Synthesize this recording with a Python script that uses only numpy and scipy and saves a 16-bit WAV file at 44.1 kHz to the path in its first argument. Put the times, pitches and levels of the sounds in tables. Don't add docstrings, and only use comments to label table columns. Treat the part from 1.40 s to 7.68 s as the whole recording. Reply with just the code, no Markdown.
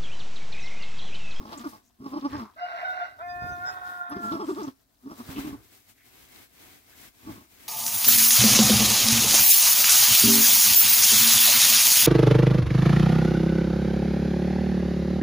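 import sys
import numpy as np
from scipy import signal
from scipy.fft import rfft, irfft
from scipy.io import wavfile
from scipy.ndimage import uniform_filter1d

SR = 44100
rng = np.random.default_rng(int(sys.argv[2]) if len(sys.argv) > 2 else 0)


def log_audio(samples):
    frames = np.atleast_2d(samples).T
    limited = np.clip(frames, -1, 1)
    pcm = np.round(limited * 32767).astype(np.int16)
    wavfile.write(sys.argv[1], SR, pcm)


N = 276948
TIME = np.arange(N) / SR
BINS = np.fft.rfftfreq(N, 1 / SR)


def amp(db):
    return 10 ** (np.asarray(db) / 20)


def unit(x):
    return x / np.sqrt(np.mean(x ** 2) + 1e-20)


def steady(x, size=700):
    power = uniform_filter1d(uniform_filter1d(x ** 2, size), size)
    return x / np.sqrt(abs(power) + 1e-12)


def colour(x, points):
    hz, db = np.transpose(points)
    octave = np.log2(BINS + 1)
    below = np.maximum(np.log2(hz[0]) - octave, 0)
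    above = np.maximum(octave - np.log2(hz[-1]), 0)
    gain_db = np.interp(octave, np.log2(hz), db) - 20 * (below + above)
    return unit(irfft(rfft(x) * amp(gain_db), N))


def wander(hz):
    steps = rng.standard_normal(N // 20)
    return unit(np.interp(TIME * 2 * hz, np.arange(len(steps)), steps))


def resonate(x, hz, width):
    b, a = signal.iirpeak(hz, hz / (1.5 * width), SR)
    return signal.lfilter(b, a, signal.lfilter(b, a, x))


def glide(x, hz, width):
    turn = np.exp(2j * np.pi * np.cumsum(hz) / SR)
    r = np.exp(-1.5 * np.pi * width / SR)
    return 2 * (turn * signal.lfilter([(1 - r) ** 2], [1, -2 * r, r * r], x / turn)).real


def swell(s, rise, fall, squareness=2):
    out = np.zeros(N)
    near = slice(*np.searchsorted(TIME, [s - 3 * abs(rise), s + 3 * abs(fall)]))
    t = TIME[near] - s
    out[near] = np.exp(-abs(t / np.where(t < 0, rise, fall)) ** squareness)
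    return out


def swells(rows):
    return np.sqrt(sum((amp(db) * swell(s, half, half)) ** 2 for s, half, db in rows))


def curves(rows):
    s, *columns = np.transpose(rows)
    gate = np.clip(np.minimum(TIME - s[0], s[-1] - TIME) / .025, 0, 1)
    return [np.interp(TIME, s, column) for column in columns] + [gate]


def fibres(grain_db):
    return rng.standard_normal((2, N)) * amp(grain_db * wander(240))


# frequency in Hz, relative level in dB.
AIR_COLOUR = [(35, -6), (60, -3), (190, -18.5), (269, -4.5), (399, -56), (679, -13), (960, -56),
              (7000, -43), (15000, -46)]


def air(level_db=-72):
    shared = rng.standard_normal(N)
    return amp(level_db) * colour(rng.standard_normal((2, N)) + 2 * shared, AIR_COLOUR)


# strongest moment in seconds, rise in seconds, hiss level in dB,
# crinkle level in dB, both before trims.
RUB_STROKES = [(.2, 0.3, -62.5, -54), (0.314, 0.067, -55, -58.5), (0.701, 0.051, -60, -56),
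               (0.939, 0.17, -64.5, -52), (1.45, 0.58, -72, -64), (2.22, 0.43, -63, -60.5),
               (2.549, 0.15, -62.5, -61), (2.92, 0.17, -59, -54.5), (3.111, 0.13, -62, -53.5),
               (3.251, 0.092, -59.5, -52), (3.77, 0.058, -62.5, -75), (3.97, 0.24, -52, -48.5),
               (4.36, 0.45, -61.5, -66), (4.842, 0.19, -58.5, -60), (4.997, 0.12, -56.5, -57.5),
               (5.281, 0.16, -56.5, -57.5), (5.53, 0.11, -59, -61), (5.65, 0.082, -52, -54),
               (5.93, 0.16, -54.5, -55.5), (6.27, 0.16, -54.5, -56.5)]


def strokes(release_share=0.61, squareness=2.3, stir_db=-74.5, uneven_db=2.0):
    hiss, crinkle = np.zeros((2, N)) + amp(stir_db) ** 2
    for s, rise, hiss_db, crinkle_db in RUB_STROKES:
        speed = swell(s, rise, rise * release_share, squareness)
        hiss += amp(hiss_db) ** 2 * speed ** 1.89
        crinkle += amp(crinkle_db) ** 2 * speed ** 2.38
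    return np.sqrt([hiss, crinkle]) * amp(uneven_db * wander(12))


STALK_RINGS = [3340, 3960, 5260]


def stalks(cracks_per_s=82, size_db=3, ring_width_hz=1300):
    out = np.zeros((2, N))
    for hz in STALK_RINGS:
        size = amp(size_db * np.minimum(rng.exponential(1, N), 2.5))
        cracks = (rng.random(N) < cracks_per_s / SR) * size
        out += resonate(cracks * (1 + .5 * rng.standard_normal((2, N))), hz, ring_width_hz)
    return unit(out)


# frequency in Hz, relative level in dB.
HISS_COLOUR = [(2000, -18.5), (4000, -1), (8000, -2), (10000, -3), (13000, 2), (16000, 0)]
CRINKLE_COLOUR = [(100, -2.5), (300, 12.5), (500, 4), (1500, 3), (3000, -4), (4500, -6.5), (6500, -19),
                  (10000, -22)]
RUMBLE_COLOUR = [(36, -3.5), (52, 8), (70, 9.5), (120, 5.5), (200, -5), (350, 2), (600, -12.5),
                 (1500, -11.5)]
TOWEL_COLOUR = [(700, -26), (1700, -2.5), (2200, 2.5), (2700, -2), (3500, -3)]
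# middle in seconds, half length in seconds,
# level in dB.
LOW_PUFFS = [(.965, 0.047, -43.5), (2.1, 0.24, -51.5), (4.07, 0.15, -49), (5.91, 0.061, -49)]


def bedding(hiss_db=2, drag_db=-6, towel_db=-1, stalks_db=-7, hiss_left_db=3.0, crinkle_left_db=2, towel_from_s=3.697):
    hiss, crinkle = strokes()
    left_right = np.array([[.5], [-.5]])
    high = hiss * amp(hiss_db) * colour(fibres(grain_db=1.0), HISS_COLOUR) * amp(hiss_left_db * left_right)
    middle = crinkle * colour(fibres(grain_db=-0.7), CRINKLE_COLOUR) * amp(crinkle_left_db * left_right)
    rubbing = np.clip((TIME - towel_from_s) / 0.41, 0, 1)
    towel = crinkle * amp(towel_db) * rubbing * colour(fibres(grain_db=0.5), TOWEL_COLOUR)
    straw = crinkle * amp(stalks_db) * (1 - rubbing) * stalks()
    rumble_level = np.hypot(swells(LOW_PUFFS), amp(drag_db) * crinkle)
    rumble = colour(rng.standard_normal(N) + 0.71 * rng.standard_normal((2, N)), RUMBLE_COLOUR)
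    return high + middle + towel + straw + rumble_level * rumble


REST_HZ = 251.2
# middle in seconds, half length in seconds, top pitch in Hz, nasal hum level
# in dB, mouth level in dB, roughness from 0 to 1.
GRUNT_THROBS = [(0.015, 0.027, 287.6, -46.5, -52.5, 0.89), (0.066, 0.028, 214.1, -45, -46.5, 0.58),
                (0.134, 0.029, 343.1, -48.5, -40.5, 0.6), (0.179, 0.012, 286.8, -39.5, -47, 0.08),
                (0.212, 0.015, 239.4, -43.5, -46.5, 0.2), (0.249, 0.0099, 367, -43, -40.5, 0.24),
                (0.268, 0.016, 296, -34.5, -43.5, 0.09), (0.341, 0.024, 213.4, -53.5, -47.5, 0.7),
                (0.622, 0.02, 273, -43, -59, 0.78), (0.667, 0.022, 278.4, -36.5, -42.5, 0.52),
                (0.744, 0.019, 297, -34, -39, 0.41), (0.775, 0.013, 315.5, -26.5, -34.5, 0.16),
                (0.833, 0.011, 277, -33.5, -43.5, 0.33), (0.858, 0.015, 295.4, -27, -33, 0),
                (0.952, 0.031, 299.3, -33.5, -37.5, 0.3), (0.995, 0.014, 262.3, -40, -37.5, 0.48),
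                (1.021, 0.028, 226, -38, -44, 0.43), (2.723, 0.018, 298.5, -40, -41, 0.62),
                (2.779, 0.031, 391.2, -37, -48, 0.67), (2.85, 0.033, 216.7, -39.5, -44.5, 0.49),
                (2.941, .03, 336.8, -31, -37, 0.52), (3.012, 0.022, 441.3, -29.5, -34, 0.13),
                (3.044, 0.011, 307.1, -34.5, -40.5, 0.04), (3.103, 0.019, 394.4, -24.5, -37, 0),
                (3.133, 0.00797, 303.8, -32.5, -53.5, 0.01), (3.198, 0.03, 439, -30.5, -37.5, 0.11),
                (3.248, 0.013, 303, -35, -44.5, 0.24), (3.282, 0.011, 274, -31.5, -42.5, 0.56),
                (3.668, 0.019, 277.4, -39.5, -59, 0.43), (3.718, 0.031, 344.7, -45, -47.5, 0.67),
                (3.806, 0.014, 248.4, -39, -44.5, 0.41), (3.916, 0.035, 270, -45, -51.5, 0.52),
                (3.983, 0.024, 297.6, -32.5, -44.5, 0.78), (4.07, 0.043, 314.7, -35.5, -50, 0.62),
                (4.142, 0.016, 299, -36, -47.5, 0.5), (5.893, 0.027, 323, -37, -46.5, 0.69),
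                (5.987, 0.043, 272.2, -52.5, -57.5, 0.94)]


def throbbing(squareness=1.87, arch=1.25, sag=.09, nose_hz=370, nose_loss_db_per_hz=0.1):
    s, _, top, _, _, rough = np.transpose(GRUNT_THROBS)
    rest = np.interp(TIME, s, np.minimum(top * (1 - sag), REST_HZ))
    hz, hum, mouth = rest.copy(), np.zeros(N), np.zeros(N)
    for at, half, top_hz, hum_db, mouth_db, _ in GRUNT_THROBS:
        near = slice(*np.searchsorted(TIME, [at - .2, at + .2]))
        u = abs((TIME[near] - at) / half)
        push = np.exp(-arch * u ** 2)
        hz[near] += (top_hz - rest[near]) * push
        hum[near] += (amp(hum_db) * (np.exp(-u ** squareness) + 0.26 * np.exp(-(u / 1.3) ** 2))) ** 2
        mouth[near] += (amp(mouth_db) * (push + 0.17 * np.exp(-(u / 2.63) ** 2))) ** 2
    loss_db = nose_loss_db_per_hz * np.maximum(hz - nose_hz, 0)
    return hz, np.sqrt(hum) * amp(-loss_db), np.sqrt(mouth), np.clip(np.interp(TIME, s, rough), 0, 1)


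# resting frequency in Hz, width in Hz, level in dB.
MOUTH_RESONANCES = [(622, 170, 2), (882, 37, 11), (1135, 124, 11), (1326, 39, 5.5), (3344, 89, -13)]
FOLD_CATCHES = [0.188, 0.285, .69, .755, 0.787, .977, 2.963, 3.063, 3.121]


def grunts(buzz_db=-19, rough_buzz_db=9, weak_share=0.014, jitter=0.0509, mouth_slide=0.057, mouth_drift=0.024,
           catch_s=0.004):
    hz, hum, mouth, rough = throbbing()
    turns = np.cumsum(hz * (1 + jitter * rough * wander(130))) / SR
    half_turn = np.exp(1j * np.pi * turns)
    stack = half_turn ** 2 * np.polyval(np.ones(10), half_turn ** 2)
    even, alternating = stack.real, (stack / half_turn).real
    folds = unit(even + (weak_share + rough) * alternating)
    puffs = unit((0.1 + np.exp(-(turns / 2 % 1) / 2.7)) * rng.standard_normal(N))
    drive = (1 - rough ** 2) * folds + 2 * rough ** 2 * puffs
    nose = colour(drive, [(70, 0), (150, -6.5), (210, 6.0), (290, 7.5), (430, -3.5),
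                          (515, -99), (620, -77), (900, -58)])
    opening = 1 + mouth_slide * np.clip(hz / REST_HZ - 1.15, -.3, .2) + mouth_drift * wander(11)
    throat = sum(amp(db) * glide(drive + puffs / 2, f * opening, w) for f, w, db in MOUTH_RESONANCES)
    buzz = colour(puffs, [(2000, 21.0), (3400, 13.5), (4300, 14.0), (5500, 27.0),
                          (6700, -38), (8800, 14), (11000, -38)])
    shimmer = amp((1 + 2.5 * rough) * wander(80) - rough)
    catches = 1 - sum(swell(s, catch_s, catch_s) for s in FOLD_CATCHES)
    nasal = catches * hum * steady(nose)
    oral = mouth * (steady(throat) + amp(buzz_db + rough_buzz_db * rough) * buzz)
    return shimmer * (nasal + oral)


# start in seconds, level in dB before a common trim,
# centre in Hz, decay in seconds.
STRAW_SNAPS = [(0.129, -33.5, 3630, 0.012), (0.176, -35.5, 7200, 0.014), (.81, -41, 3960, 0.008),
               (0.9306, -38, 3670, 0.005), (.965, -36, 3695, 0.0043), (2.6959, -38.5, 10960, 0.012),
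               (2.921, -34, 3670, 0.013), (3.2314, -39, 5910, 0.022), (4.96, -34, 3670, 0.0022)]


def snaps(level_db=-9):
    out, t = np.zeros((2, N)), np.arange(5000) / SR
    for s, db, hz, decay in STRAW_SNAPS:
        noise = rng.standard_normal((2, len(t)))
        ring = resonate(noise, hz, 1550)
        burst = unit(ring + 0.031 * noise) * np.exp(-t / decay)
        out[:, round(s * SR):][:, :len(t)] += amp(db + level_db) * burst
    return out


# middle in seconds, half length in seconds, centre in Hz,
# level in dB.
PEN_SCUFFS = [(.465, 0.034, 6400, -69.5), (0.503, 0.0086, 900, -67.5), (.885, 0.025, 5260, -66),
              (0.96, 0.054, 1730, -49.5), (1.059, 0.054, 1090, -50.5), (2.859, 0.041, 7470, -58),
              (3.11, 0.095, 7900, -60.5), (3.971, .025, 2880, -50), (4.61, 0.042, 2006, -63),
              (5.537, 0.014, 1560, -59)]


def scuffs(width_share=0.24):
    slips = fibres(grain_db=2.5)
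    slips = slips + slips[::-1] / 2
    out = np.zeros((2, N))
    for s, half, hz, db in PEN_SCUFFS:
        out += amp(db) * swell(s, half, half) * unit(resonate(slips, hz, hz * width_share))
    return out


# middle in seconds, half length in seconds, pitch in Hz,
# first, second and fourth partial in dB.
CLEAR_BEATS = [(1.239, 0.022, 717, -29.5, -53, -46), (1.344, 0.018, 683.6, -39, -45.5, -70),
               (1.434, 0.0082, 706.4, -30.5, -45, -53.5), (1.456, 0.0094, 753.6, -36.5, -30, -53),
               (1.498, 0.032, 734, -37, -32.5, -63), (1.571, 0.027, 731, -35.5, -42.5, -74),
               (1.621, 0.02, 708, -32, -33.5, -59)]
# middle in seconds, half length in seconds, level in dB.
VOICE_TEARS = [(1.27, 0.025, -49), (1.395, 0.067, -42), (1.61, .05, -46)]
# frequency in Hz, relative level in dB.
HOARSE_COLOUR = [(350, -15), (520, -2.5), (650, 20.5), (820, 7.5), (1000, 4), (1300, 15), (1530, 19),
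                 (1800, -1), (2070, 14), (2400, -9), (2850, 6.5), (3100, -50.5), (3700, -2.5), (4300, -7),
                 (5800, -13), (6300, -38)]
TEAR_COLOUR = [(550, -11.5), (750, 4.5), (1100, 3.5), (2100, 6), (2700, -8), (5800, -27.5)]


def hoarse_bleat(start_s=1.16, end_s=1.641, between_hz=728, scoop_hz=127.5, scoop_s=0.023, third_db=-23, top_db=-11,
                 fifth_db=-24, linger=0.55, between_db=-46, loose_jitter=0.0199,
                 rasp_db=-36.5, rasp_build_db=6, build_s=0.21, rasp_duck=0.44, rasp_release_s=0.048):
    s, half, pitch, *levels = np.transpose(CLEAR_BEATS)
    age = np.maximum(TIME - start_s, 0)
    held = np.minimum(age / 0.037, 1) * np.exp(-np.maximum(TIME - end_s, 0) / rasp_release_s)
    bells = np.array([swell(at, w, w) for at, w in zip(s, half)])
    clear = np.minimum(bells.sum(0), 1)
    hz = between_hz - scoop_hz * np.exp(-age / scoop_s) + (pitch - between_hz) @ bells
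    jitter = loose_jitter * (1 - clear) ** 2 * wander(120)
    turn = 2 * np.pi * np.cumsum(hz * (1 + jitter)) / SR
    first, second, fourth = (swells(zip(s, half, db)) for db in levels)
    weak = amp(between_db) * held ** linger
    partials = [first + weak, second + weak, amp(third_db) * second, fourth,
                amp(fifth_db) * second, 0, amp(top_db) * fourth]
    tone = sum(level * np.sin(k * turn) for k, level in enumerate(partials, 1))
    puffs = rng.standard_normal(N) * (1 + np.cos(turn / 2)) * amp(0.73 * wander(110))
    rasp_level = held * (1 - rasp_duck * clear) * amp(rasp_db - rasp_build_db * np.exp(-age / build_s))
    rasp = rasp_level * colour(puffs, HOARSE_COLOUR)
    torn = swells(VOICE_TEARS) * colour(rng.standard_normal(N) * amp(2.6 * wander(160)), TEAR_COLOUR)
    return np.sqrt(2) * tone + torn + rasp


# time in seconds, pitch in Hz, second, fourth, fifth and seventh partial
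# in dB.
LONG_COURSE = [(1.78, 291, -49.5, -39, -64, -68), (1.83, 352.1, -38.5, -49, -52.5, -57),
               (1.893, 355.3, -37.5, -43.5, -44.5, -61), (1.975, 354.5, -38, -45, -46.5, -55.5),
               (2.13, 358.5, -39, -33.5, -52.5, -60.5), (2.165, 352.8, -43.5, -43, -57, -61),
               (2.28, 365, -37, -32, -51, -71), (2.335, 366.3, -42.5, -58, -58, -69),
               (2.42, 362.7, -43.5, -44, -66.5, -73), (2.77, 351.5, -45.5, -39, -51, -75),
               (2.91, 341, -49.5, -31, -55.5, -77), (2.99, 328.7, -44, -45, -57, -88)]
# middle in seconds, half length in seconds, level in dB before a trim.
VOICE_BREAKS = [(1.8, 0.02517, -44.5), (2.285, 0.03, -39.5), (2.37, 0.089, -45.5), (2.5, 0.086, -46),
                (2.68, 0.11, -49)]
# multiple of the pitch, level in dB against the call's brightness.
FAINT_OVERTONES = [(6, -23), (10, -25), (14, -19.5), (17, -26)]
# frequency in Hz, relative level in dB.
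LONG_COLOUR = [(400, -10), (580, -7.5), (800, 4), (950, 2), (1250, 9), (1480, 18), (1650, -4), (1850, 2.5),
               (2100, -11), (2800, -20), (3700, -8), (4500, -50)]


def long_bleat(third_db=-53, upper_db=1.0, fade_db_per_s=-3, noise_db=3, clear_db=-68, flutter=0.0022, shake_db=4,
               low_shake_share=0.46, shake_hz=22, flap=0.4, flap_hz=130):
    hz, second, fourth, fifth, seventh, gate = curves(LONG_COURSE)
    rasp = swells(VOICE_BREAKS) + amp(clear_db)
    broken = rasp / rasp.max()
    shake = shake_db * np.sqrt(broken) + 1.5
    fade_db = fade_db_per_s * np.clip(TIME - LONG_COURSE[0][0], 0, 2)
    brightness_db = 0.5 * (fifth + second) - 5 + upper_db + fade_db
    turn = 2 * np.pi * np.cumsum(hz * (1 + flutter * wander(65))) / SR
    tone = amp(second + low_shake_share * shake * wander(shake_hz)) * np.sin(2 * turn)
    for k, db in [(4, fourth), (5, fifth), (7, seventh)]:
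        tone += amp(db + shake * wander(shake_hz)) * np.sin(k * turn)
    tone += amp(third_db) * np.sin(3 * turn)
    flap_turn = 2 * np.pi * np.cumsum(flap_hz * (1 + 0.051 * wander(40))) / SR
    tone *= 1 + flap * broken * np.sin(flap_turn)
    for k, db in FAINT_OVERTONES:
        tone += amp(brightness_db + db + 8.0 * wander(15)) * np.sin(k * turn)
    noise = colour(rng.standard_normal(N) * (1 + 1.8 * np.cos(turn)), LONG_COLOUR)
    return gate * (np.sqrt(2) * tone + amp(noise_db) * rasp * noise)


# start in seconds, level in dB.
LEG_BUMPS = [(2.02, -36), (2.038, -34), (2.06, -41), (2.085, -36), (2.105, -39), (2.119, -38),
             (3.889, -33.5)]


def bumps(hz=75, decay=0.012, puff=0.42, drop_hz=220, drop_s=0.0018):
    out = np.zeros(N)
    puffs = colour(rng.standard_normal(N), [(100, 4), (350, 3.5), (1500, -8)])
    for s, db in LEG_BUMPS:
        t = np.maximum(TIME - s, 0)
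        turns = hz * t + drop_hz * drop_s * (1 - np.exp(-t / drop_s))
        level = amp(db) * (1 - np.exp(-t / 0.00087)) * np.exp(-t / decay)
        out += level * (np.sin(2 * np.pi * turns) + puff * puffs)
    return out


def chirp(s, length, hz, slide, waver):
    t = np.clip(TIME - s, 0, length)
    pitch = (hz + slide * (t - length / 2)) * (1 + waver * wander(250))
    return np.sin(np.pi * t / length), 2 * np.pi * np.cumsum(pitch) / SR


# start in seconds, length in seconds, middle pitch in Hz, glide in Hz per
# second, level in dB.
SQUEAKS = [(2.25, 0.073, 5280, -4800, -42), (2.251, 0.07, 6950, -6400, -50)]


def whistles(waver=0.028):
    out = np.zeros(N)
    for *shape, db in SQUEAKS:
        level, turn = chirp(*shape, waver)
        out += amp(db) * level * np.sin(turn)
    return out


def planks(x, echo_db=-7, t60=0.16):
    t = np.arange(SR // 30) / SR
    hits = (rng.random((2, len(t))) < .05) * (t > .0006)
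    taps = rng.standard_normal((2, len(t))) * hits * amp(-60 * t / t60)
    taps /= np.linalg.norm(taps, axis=1, keepdims=True)
    echo = signal.oaconvolve(x, taps, axes=1)[:, :N]
    return (x + amp(echo_db) * echo) / np.hypot(1, amp(echo_db))


def pen(x, t60):
    t = np.arange(SR // 3) / SR
    hits = (rng.random((2, len(t))) < .06) * (t > .003)
    taps = rng.standard_normal((2, len(t))) * hits * amp(-60 * t / t60)
    return signal.fftconvolve(x[None], taps / np.linalg.norm(taps[0]), axes=1)[:, :N]


def place(x, lead, left_db):
    late = irfft(rfft(x) * np.exp(-1j * lead), N)
    return np.array([x * amp(left_db / 2), late * amp(-left_db / 2)])


# frequency in Hz, phase lead in radians.
PLANK_LEAD = [(0, 0), (720, 1.15), (1080, 2), (1450, 4), (1790, 4.8), (2070, 7.6), (2500, 7.8), (16000, 50)]


def scene():
    mother = grunts()
    bleats = hoarse_bleat() + long_bleat()
    near_lead = 2 * np.pi * BINS * .00029
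    wall_lead = np.interp(BINS, *np.transpose(PLANK_LEAD))
    voices = place(mother, near_lead, left_db=-.5) + place(bleats + whistles(), wall_lead, left_db=-2.5)
    room = amp(-15) * pen(mother + 2 * bleats, t60=.16)
    thuds = place(bumps(), near_lead, left_db=-8)
    return voices + room + planks(bedding() + scuffs()) + snaps() + thuds + air()


# frequency in Hz, left minus right in dB.
MIC_OPENINGS = [(560, 1), (700, 3.5), (880, 0.5), (2200, -1), (2800, 3), (3600, -2), (5500, 1.5),
                (9000, 3.5), (12500, -1)]


def record(dry, edge_hz=15900):
    hz, left_db = np.transpose(MIC_OPENINGS)
    tilt = np.interp(np.log(BINS + 1), np.log(hz), left_db)
    heard = irfft(rfft(dry) * amp([tilt / 2, -tilt / 2]), N)
    low_pass = signal.firwin(511, edge_hz, window=("kaiser", 9), fs=SR)
    return signal.oaconvolve(heard, low_pass[None], "same")


dry = scene()
out = record(dry)
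log_audio(out)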